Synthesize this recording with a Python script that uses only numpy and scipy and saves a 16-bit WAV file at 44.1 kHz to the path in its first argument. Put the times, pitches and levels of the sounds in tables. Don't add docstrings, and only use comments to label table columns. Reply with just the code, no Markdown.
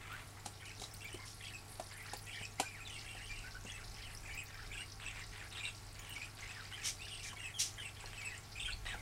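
import sys
import numpy as np
from scipy import signal
from scipy.fft import rfft, irfft, next_fast_len
from scipy.io import wavfile
from scipy.ndimage import map_coordinates

SR = 44100
rng = np.random.default_rng(int(sys.argv[2]) if len(sys.argv) > 2 else 0)


def unload_audio(sound):
    columns = np.transpose(np.atleast_2d(sound))
    steps = np.round(np.clip(columns, -1, 1) * 32767)
    wavfile.write(sys.argv[1], SR, steps.astype(np.int16))


N = 397341

# (time [s], length [s], centre pitch [Hz], voice level [dB], rasp level [dB])
PHRASES = [(0.0, 0.26, 1900, -61, -61), (0.358, 0.053, 1500, -56.5, -73), (0.595, 0.15, 2300, -57.5, -74),
           (0.999, 0.28, 2480, -61, -84), (1.394, 0.15, 2550, -56.5, -75),
           (1.901, 0.27, 2060, -58.5, -63.5), (2.26, 0.2, 2580, -52.5, -75), (2.578, 0.28, 2260, -62, -71),
           (2.851, 0.65, 2470, -58, -71.5), (3.649, 0.2, 2260, -58, -66.5),
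           (3.944, 0.22, 2330, -59.5, -68.5), (4.229, 0.23, 2290, -55, -68.5),
           (4.472, 0.21, 1840, -60, -63), (4.703, 0.15, 2540, -52, -68.5), (4.997, 0.25, 2450, -56, -56.5),
           (5.318, 0.17, 2140, -57.5, -59), (5.512, 0.22, 2850, -55, -60), (5.951, 0.35, 2380, -61, -62),
           (6.377, 0.32, 2130, -62.5, -59), (6.706, 0.21, 2410, -54, -58.5),
           (6.997, 0.35, 2650, -55, -69.5), (7.353, 0.18, 2450, -55, -71), (7.764, 0.15, 2590, -55.5, -67),
           (7.954, 0.45, 2390, -59, -64.5), (8.56, 0.19, 2790, -50, -66), (8.852, 0.11, 2900, -52, -52.5)]
# (time [s], level [dB])
GNAW_EFFORT = [(0.0, -85), (0.25, -64.5), (0.95, -61), (1.3, -61), (3.26, -62), (4.59, -62), (5.71, -62),
               (5.84, -61.5), (7.09, -60), (7.39, -65), (8.2, -63), (9.0, -66)]


def amp(db):
    return np.exp(np.asarray(db) * (np.log(10) / 20))


def unit(x):
    return x / np.sqrt(np.mean(x ** 2) + 1e-20)


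def along(points, hz):
    f, v = np.transpose(points)
    return np.interp(np.log(hz + 1), np.log(f + 1), v)


def level_at(points, t):
    return np.interp(t, *np.transpose(points))


def wobble(rate):
    knots = rng.standard_normal(int(N * rate / SR) + 4)
    smooth = map_coordinates(knots, [np.arange(0, N + 8, 8) * rate / SR])
    return np.interp(np.arange(N) / 8, np.arange(len(smooth)), smooth)


def filtered(x, response):
    size = next_fast_len(N + SR // 2)
    return irfft(rfft(x, size) * response(np.fft.rfftfreq(size, 1 / SR)), size)[..., :N]


def noise(response):
    return unit(filtered(rng.standard_normal(N), response))


def resonance(f, centre, width):
    return 1j * f * width / (centre ** 2 - f * f + 1j * f * width)


def add(track, s, x):
    part = track[round(s * SR):][:len(x)]
    part += x[:len(part)]


def background():
    # (frequency [Hz], relative density [dB])
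    air = [(41, -29), (70, -0.5), (108, -8.5), (190, -10.5), (421, -13.5), (516, -18.5), (813, -10.5),
           (953, -16.5), (2210, -17), (3900, -25), (7880, -23.5), (15900, -34.5)]
    # (frequency [Hz], level [dB], wander [Hz])
    hum_lines = [(100.1, -55, 2.01), (121.9, -65.5, 4), (150, -67.5, 1.99), (436, -72.5, 4),
                 (1118, -70.5, 4), (1369, -71.5, 4)]
    # (time [s], level [dB])
    handling = [(0, -61.5), (2.6, -61.5), (3.3, -54.5), (4.7, -55), (6.5, -59.5), (8.5, -60), (8.75, -43.5),
                (9, -51)]
    hiss = amp(-58 + 0.71 * wobble(6)) * noise(lambda f: amp(along(air, f)) * (f > 60))
    hum = sum(amp(db + 0.5 * wobble(30)) * np.sin(2 * np.pi * np.cumsum(hz + wander * wobble(15)) / SR)
              for hz, db, wander in hum_lines)
    rumble = noise(lambda f: (f / 20) ** 2 / (1 + (f / 20) ** 2) / (1 + (f / 52) ** 6))
    return hiss + hum + amp(level_at(handling, np.arange(N) / SR)) * rumble


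def room(x):
    # (frequency [Hz], t60 [s])
    decay = [(300, 0.1), (3000, 0.19), (10000, 0.21)]
    hz, t, spectrum = signal.stft(rng.standard_normal(SR // 2), SR, nperseg=256)
    tail = signal.istft(spectrum * amp(-60 * t / along(decay, hz)[:, None]), SR, nperseg=256)[1]
    return signal.fftconvolve(np.pad(x, (200, 0)), tail / np.linalg.norm(tail))[:N]


def bird_voice(hz):
    phase = 2 * np.pi * np.cumsum(hz) / SR
    windpipe = 1 / (1 + ((3 * hz - 8300) / 900) ** 2)
    return np.sin(phase) + amp(-19.5) * np.sin(2 * phase) + amp(-6.5) * windpipe * np.sin(3 * phase)


def whistles(clear_db=-70, hoarse_per_db=0.0956):
    # (time [s], length [s], first pitch [Hz], last pitch [Hz], level [dB])
    notes = [(0.104, 0.06, 1284, 1613, -51), (1.008, 0.028, 2640, 2740, -52.5),
             (1.044, 0.025, 2154, 2520, -44.5), (1.121, 0.039, 2900, 3085, -53),
             (1.188, 0.058, 2150, 2100, -54.5), (1.19, 0.062, 1045, 1047, -54),
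             (1.536, 0.037, 2600, 2554, -48), (2.264, 0.022, 1980, 1920, -51.5),
             (2.353, 0.028, 2274, 2320, -47), (2.425, 0.037, 2520, 2540, -46.5),
             (2.581, 0.038, 1990, 2780, -48), (2.629, 0.024, 1530, 1525, -47.5),
             (2.655, 0.037, 2400, 2410, -47.5), (2.718, 0.09, 2700, 1252, -54),
             (2.804, 0.028, 2440, 2533, -49.5), (2.851, 0.035, 4050, 3300, -49),
             (2.897, 0.074, 3110, 2710, -51), (2.959, 0.025, 2180, 2290, -52),
             (3.089, 0.033, 2770, 2763, -52), (3.223, 0.03, 2855, 2807, -52.5),
             (3.293, 0.037, 2378, 2370, -46.5), (3.356, 0.038, 2834, 2730, -52.5),
             (3.44, 0.053, 1440, 1570, -52), (3.546, 0.034, 1480, 1520, -48),
             (3.664, 0.043, 2730, 2935, -50), (3.698, 0.015, 3310, 3300, -45),
             (3.738, 0.032, 2635, 2614, -50), (4.032, 0.053, 3300, 2470, -54.5),
             (4.299, 0.068, 2260, 2360, -49), (4.374, 0.04, 2520, 2530, -45),
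             (4.586, 0.025, 1342, 1530, -51.5), (4.714, 0.037, 2320, 2760, -52),
             (4.772, 0.03, 2750, 2800, -48), (4.798, 0.0296, 2790, 2900, -43.5),
             (5.062, 0.027, 2650, 2704, -44), (5.567, 0.035, 3910, 3825, -47.5),
             (5.596, 0.071, 2417, 2340, -47.5), (5.627, 0.067, 2796, 2726, -46),
             (5.652, 0.016, 3800, 3955, -40), (6.09, 0.046, 2870, 2767, -50.5),
             (6.16, 0.018, 2310, 2180, -47), (6.214, 0.038, 2523, 2460, -48),
             (6.423, 0.046, 2010, 2120, -52), (6.487, 0.041, 2560, 2530, -52.5),
             (6.56, 0.07, 1900, 1237, -52), (6.721, 0.029, 3014, 3020, -51.5),
             (6.994, 0.047, 2350, 2886, -53), (7.108, 0.06, 2982, 2727, -48.5),
             (7.391, 0.055, 2790, 2810, -51.5), (7.44, 0.051, 2667, 2520, -46.5),
             (7.54, 0.054, 3310, 3010, -48), (7.782, 0.054, 3200, 2876, -47.5),
             (7.851, 0.037, 2780, 2606, -47), (8.176, 0.064, 2627, 2210, -48),
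             (8.246, 0.049, 2663, 2496, -44.5), (8.305, 0.05, 2060, 1858, -50),
             (8.554, 0.037, 2370, 2590, -49), (8.618, 0.032, 2760, 2755, -48.5),
             (8.654, 0.026, 3200, 3340, -42), (8.724, 0.018, 4240, 4326, -43),
             (8.679, 0.021, 1503, 1530, -45.5), (8.854, 0.021, 2027, 1870, -48),
             (8.855, 0.04, 3950, 3900, -53.5), (8.888, 0.025, 2650, 2530, -48),
             (8.884, 0.078, 2050, 1408, -50.5), (8.965, 0.045, 2098, 2060, -56.5)]
    out = np.zeros(N)
    waver, flutter = np.tile([wobble(400), wobble(300)], 2)
    starts, *_, rasp_db = np.transpose(PHRASES)
    for s, length, first_hz, last_hz, db in notes:
        t = np.arange(round(length * SR)) / SR
        here = slice(round(s * SR), round(s * SR) + len(t))
        nearest = np.abs(starts - s).argmin()
        hoarse = 1 + hoarse_per_db * max(rasp_db[nearest] - clear_db, 0)
        hz = (first_hz + (last_hz - first_hz) * t / length) * (1 + 0.0156 * hoarse * waver[here])
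        shape = np.clip(t / 0.0017, 0, 1) * np.clip((length - t) / 0.0041, 0, 1)
        shake_db = 2.8 * hoarse * flutter[here].clip(-3, 1)
        add(out, s, amp(db + shake_db) * shape * bird_voice(hz))
    return out


def chatter(phrase_sag=0.15):
    voice_level, rasp_level, centre_hz = np.zeros((3, N))
    for s, length, hz, db, rasp_db in PHRASES:
        t = np.arange(round(length * SR)) / SR
        shape = np.clip(t / 0.017, .25, 1) * np.clip((length - t) / 0.025, 0, 1)
        add(voice_level, s, amp(db) * shape)
        add(rasp_level, s, amp(rasp_db) * np.clip(np.minimum(t / .003, (length - t) / 0.048), 0, 1))
        add(centre_hz, s, hz * (1 + phrase_sag * (.5 - t / length)))
    throat = lambda f: ((f / 900) ** 2 / (1 + (f / 900) ** 2) / (1 + (f / 3600) ** 6)
                        + 0.2 / (1 + ((f - 8200) / 1000) ** 2))
    roughness = amp(2 * wobble(40) + 4.5 * wobble(250) + .5)
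    out = rasp_level * roughness * noise(throat)
    for strand in range(3):
        count = np.cumsum(45 * np.exp(.4 * wobble(20))) / SR
        note, progress = count.astype(int), count % 1
        jump, accent = rng.standard_normal((2, N // 100))[:, note].clip(-2, 1.2)
        hz = centre_hz * np.exp(0.22 * jump - .05 * progress + .05 * wobble(500))
        stutter = amp(2.55 * accent + 4.8 * wobble(400).clip(-3, 1.7)) * np.sin(np.pi * progress ** .5)
        out += voice_level * stutter * bird_voice(hz)
    return out


def raspy_bursts():
    # (time of full strength [s], rise [s], hold [s], t60 [s], level [dB])
    bursts = [(0.814, .015, .04, 0.15, -55), (1.264, .01, 0.024, 0.3, -55),
              (5.755, 0.008, 0.0068, 0.1, -58), (6.863, 0.022, 0.035, 0.08, -39.5),
              (7.234, 0.0037, 0.055, 0.05, -49.5), (7.604, 0.012, 0.0082, 0.2252, -33)]
    # (frequency [Hz], relative density [dB])
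    colour = [(900, -38), (1750, -21), (2000, -12), (2390, -16.5), (3180, -9), (4880, -9.5), (5570, -1.5),
              (7500, -10.5), (9290, -11.5), (15500, -35)]
    t = np.arange(N) / SR
    rough_noise = rng.standard_normal(N) * amp(1.3 * wobble(300))
    rasp = unit(filtered(rough_noise, lambda f: amp(along(colour, f))))
    shape = np.zeros(N)
    for s, rise, hold, t60, db in bursts:
        swell = np.exp(-((t - s) / rise) ** 2)
        fade = amp(-60 * (t - s - hold).clip(0) / t60)
        shape += amp(db) * np.where(t < s, swell, fade)
    return rasp * shape


def scraping():
    patches = lambda: amp(3.5 * wobble(8) + 5.5 * wobble(120))
    band = lambda hz, width: noise(lambda f: 1 / (1 + ((f - hz) / width) ** 4)) * patches()
    effort = amp(level_at(GNAW_EFFORT, np.arange(N) / SR))
    return effort * (amp(-6) * band(4740, 1150) + amp(-12) * band(9880, 1850))


def clicks():
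    # (time [s], level before the treble tilt [dB])
    puffs = [(0.1276, -54), (0.9383, -48), (1.044, -54), (2.0266, -55), (2.1719, -47), (4.349, -53),
             (4.4363, -48), (4.5423, -59), (5.9953, -53), (6.095, -49)]
    out, t = np.zeros(N), np.arange(SR // 20) / SR
    shape = amp(-60 * t / 0.023) + 0.4 * amp(-60 * t / .08)
    for s, db in puffs:
        add(out, s, amp(db) * shape * rng.standard_normal(len(t)))
    return filtered(out, lambda f: (f / 12500) ** 2)


def tooth_modes(s, hz, db, t60=0.012):
    t = np.arange(SR // 50) / SR
    attack = 1 - np.exp(-t / 0.00011)
    ring = amp(db[:, None] - 60 * t / t60) * attack * np.sin(2 * np.pi * hz[:, None] * t)
    where = (s * SR).astype(int)[:, None] + np.arange(len(t))
    return np.bincount(where.ravel(), ring.ravel(), N + SR)[:N]


def ticks(faint_count=450):
    # (time [s], level per mode [dB], pitch [Hz])
    clear = [(0.797, -43, 3970), (0.838, -38.5, 4150), (0.9396, -46.5, 8700), (1.1284, -45.5, 9300),
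             (2.167, -43.5, 4670), (2.4523, -38.5, 5710), (3.7194, -41.5, 6060), (3.9432, -47.5, 5320),
             (4.15, -48, 5220), (4.1736, -45, 5760), (4.9182, -44.5, 5380), (5.7478, -47, 4860),
             (5.9918, -46, 6580), (7.0822, -46, 4730), (8.0577, -43.5, 4920), (8.378, -44.5, 7800)]
    strength, pitch = rng.standard_normal((faint_count, 2)).T
    faint_s = rng.uniform(0, N / SR, faint_count)
    faint_db = level_at(GNAW_EFFORT, faint_s) + 6.5 + 3 * strength.clip(-2, 1.5)
    faint_hz = np.clip(5800 * np.exp(.25 * pitch), 3000, 10000)
    faint = np.c_[faint_s, faint_db, faint_hz]
    s, db, hz = np.repeat(np.r_[clear, faint], 4, axis=0).T
    lag, detune = rng.standard_normal((len(s), 2)).T
    return tooth_modes(s + 0.0015 * abs(lag), hz * np.exp(0.07 * detune), db)


def cracks():
    # (time [s], snap level [dB], knock level [dB], knock pitch [Hz])
    breaks = [(0.4593, -31.5, -36.5, 777), (0.796, -41, -49, 151), (0.817, -36, -40.5, 725),
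              (0.836, -40, -47, 1100), (1.1435, -43, -39, 333), (1.7971, -37.5, -33.5, 642),
              (2.1335, -33.5, -34.5, 801), (2.4125, -63, -44.5, 155), (2.5983, -21.5, -24, 745),
              (3.1492, -50, -46.5, 725), (3.65, -53, -41.5, 170), (7.3299, -45, -43.5, 1028),
              (8.0391, -61, -45, 848), (8.9434, -66, -39, 795)]
    # (pitch [ratio], relative level [dB], t60 [s])
    jaw_modes = [(0.4, -7.5, 0.029), (.62, -10, 0.021), (1.05, 0, 0.027)]
    snaps, thuds, knocks = np.zeros((3, N))
    t = np.arange(SR // 10) / SR
    attack = 1 - np.exp(-t / 0.0014)
    snap_decay = amp(-60 * t / 0.025) + 0.17 * amp(-60 * t / 0.089)
    for s, snap_db, knock_db, hz in breaks:
        add(snaps, s, amp(snap_db) * rng.standard_normal(len(t)) * attack * snap_decay)
        add(thuds, s, amp(knock_db + 10.5 - 60 * t / 0.049) * rng.standard_normal(len(t)) * attack)
        phase = 2 * np.pi * hz * t
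        knock = amp(-60 * t / 0.023) * np.sin(phase)
        ring = sum(amp(db - 60 * t / t60) * np.sin(ratio * phase) for ratio, db, t60 in jaw_modes)
        add(knocks, s, amp(knock_db) * attack * (knock + ring))
    brittle = lambda f: (resonance(f, 4200, 2300) + resonance(f, 8500, 5900)) / (1 + (f / 10800) ** 12)
    return filtered(snaps, brittle) + filtered(thuds, lambda f: resonance(f, 420, 340)) - knocks


def scene():
    front = cracks() + ticks() + clicks() + scraping() + raspy_bursts()
    bird = whistles() + chatter()
    return (front + bird + room(amp(-6) * front + amp(-5) * bird) + background())[None]


def record(dry):
    return filtered(dry, lambda f: f < 15800)


dry = scene()
out = record(dry)
unload_audio(out)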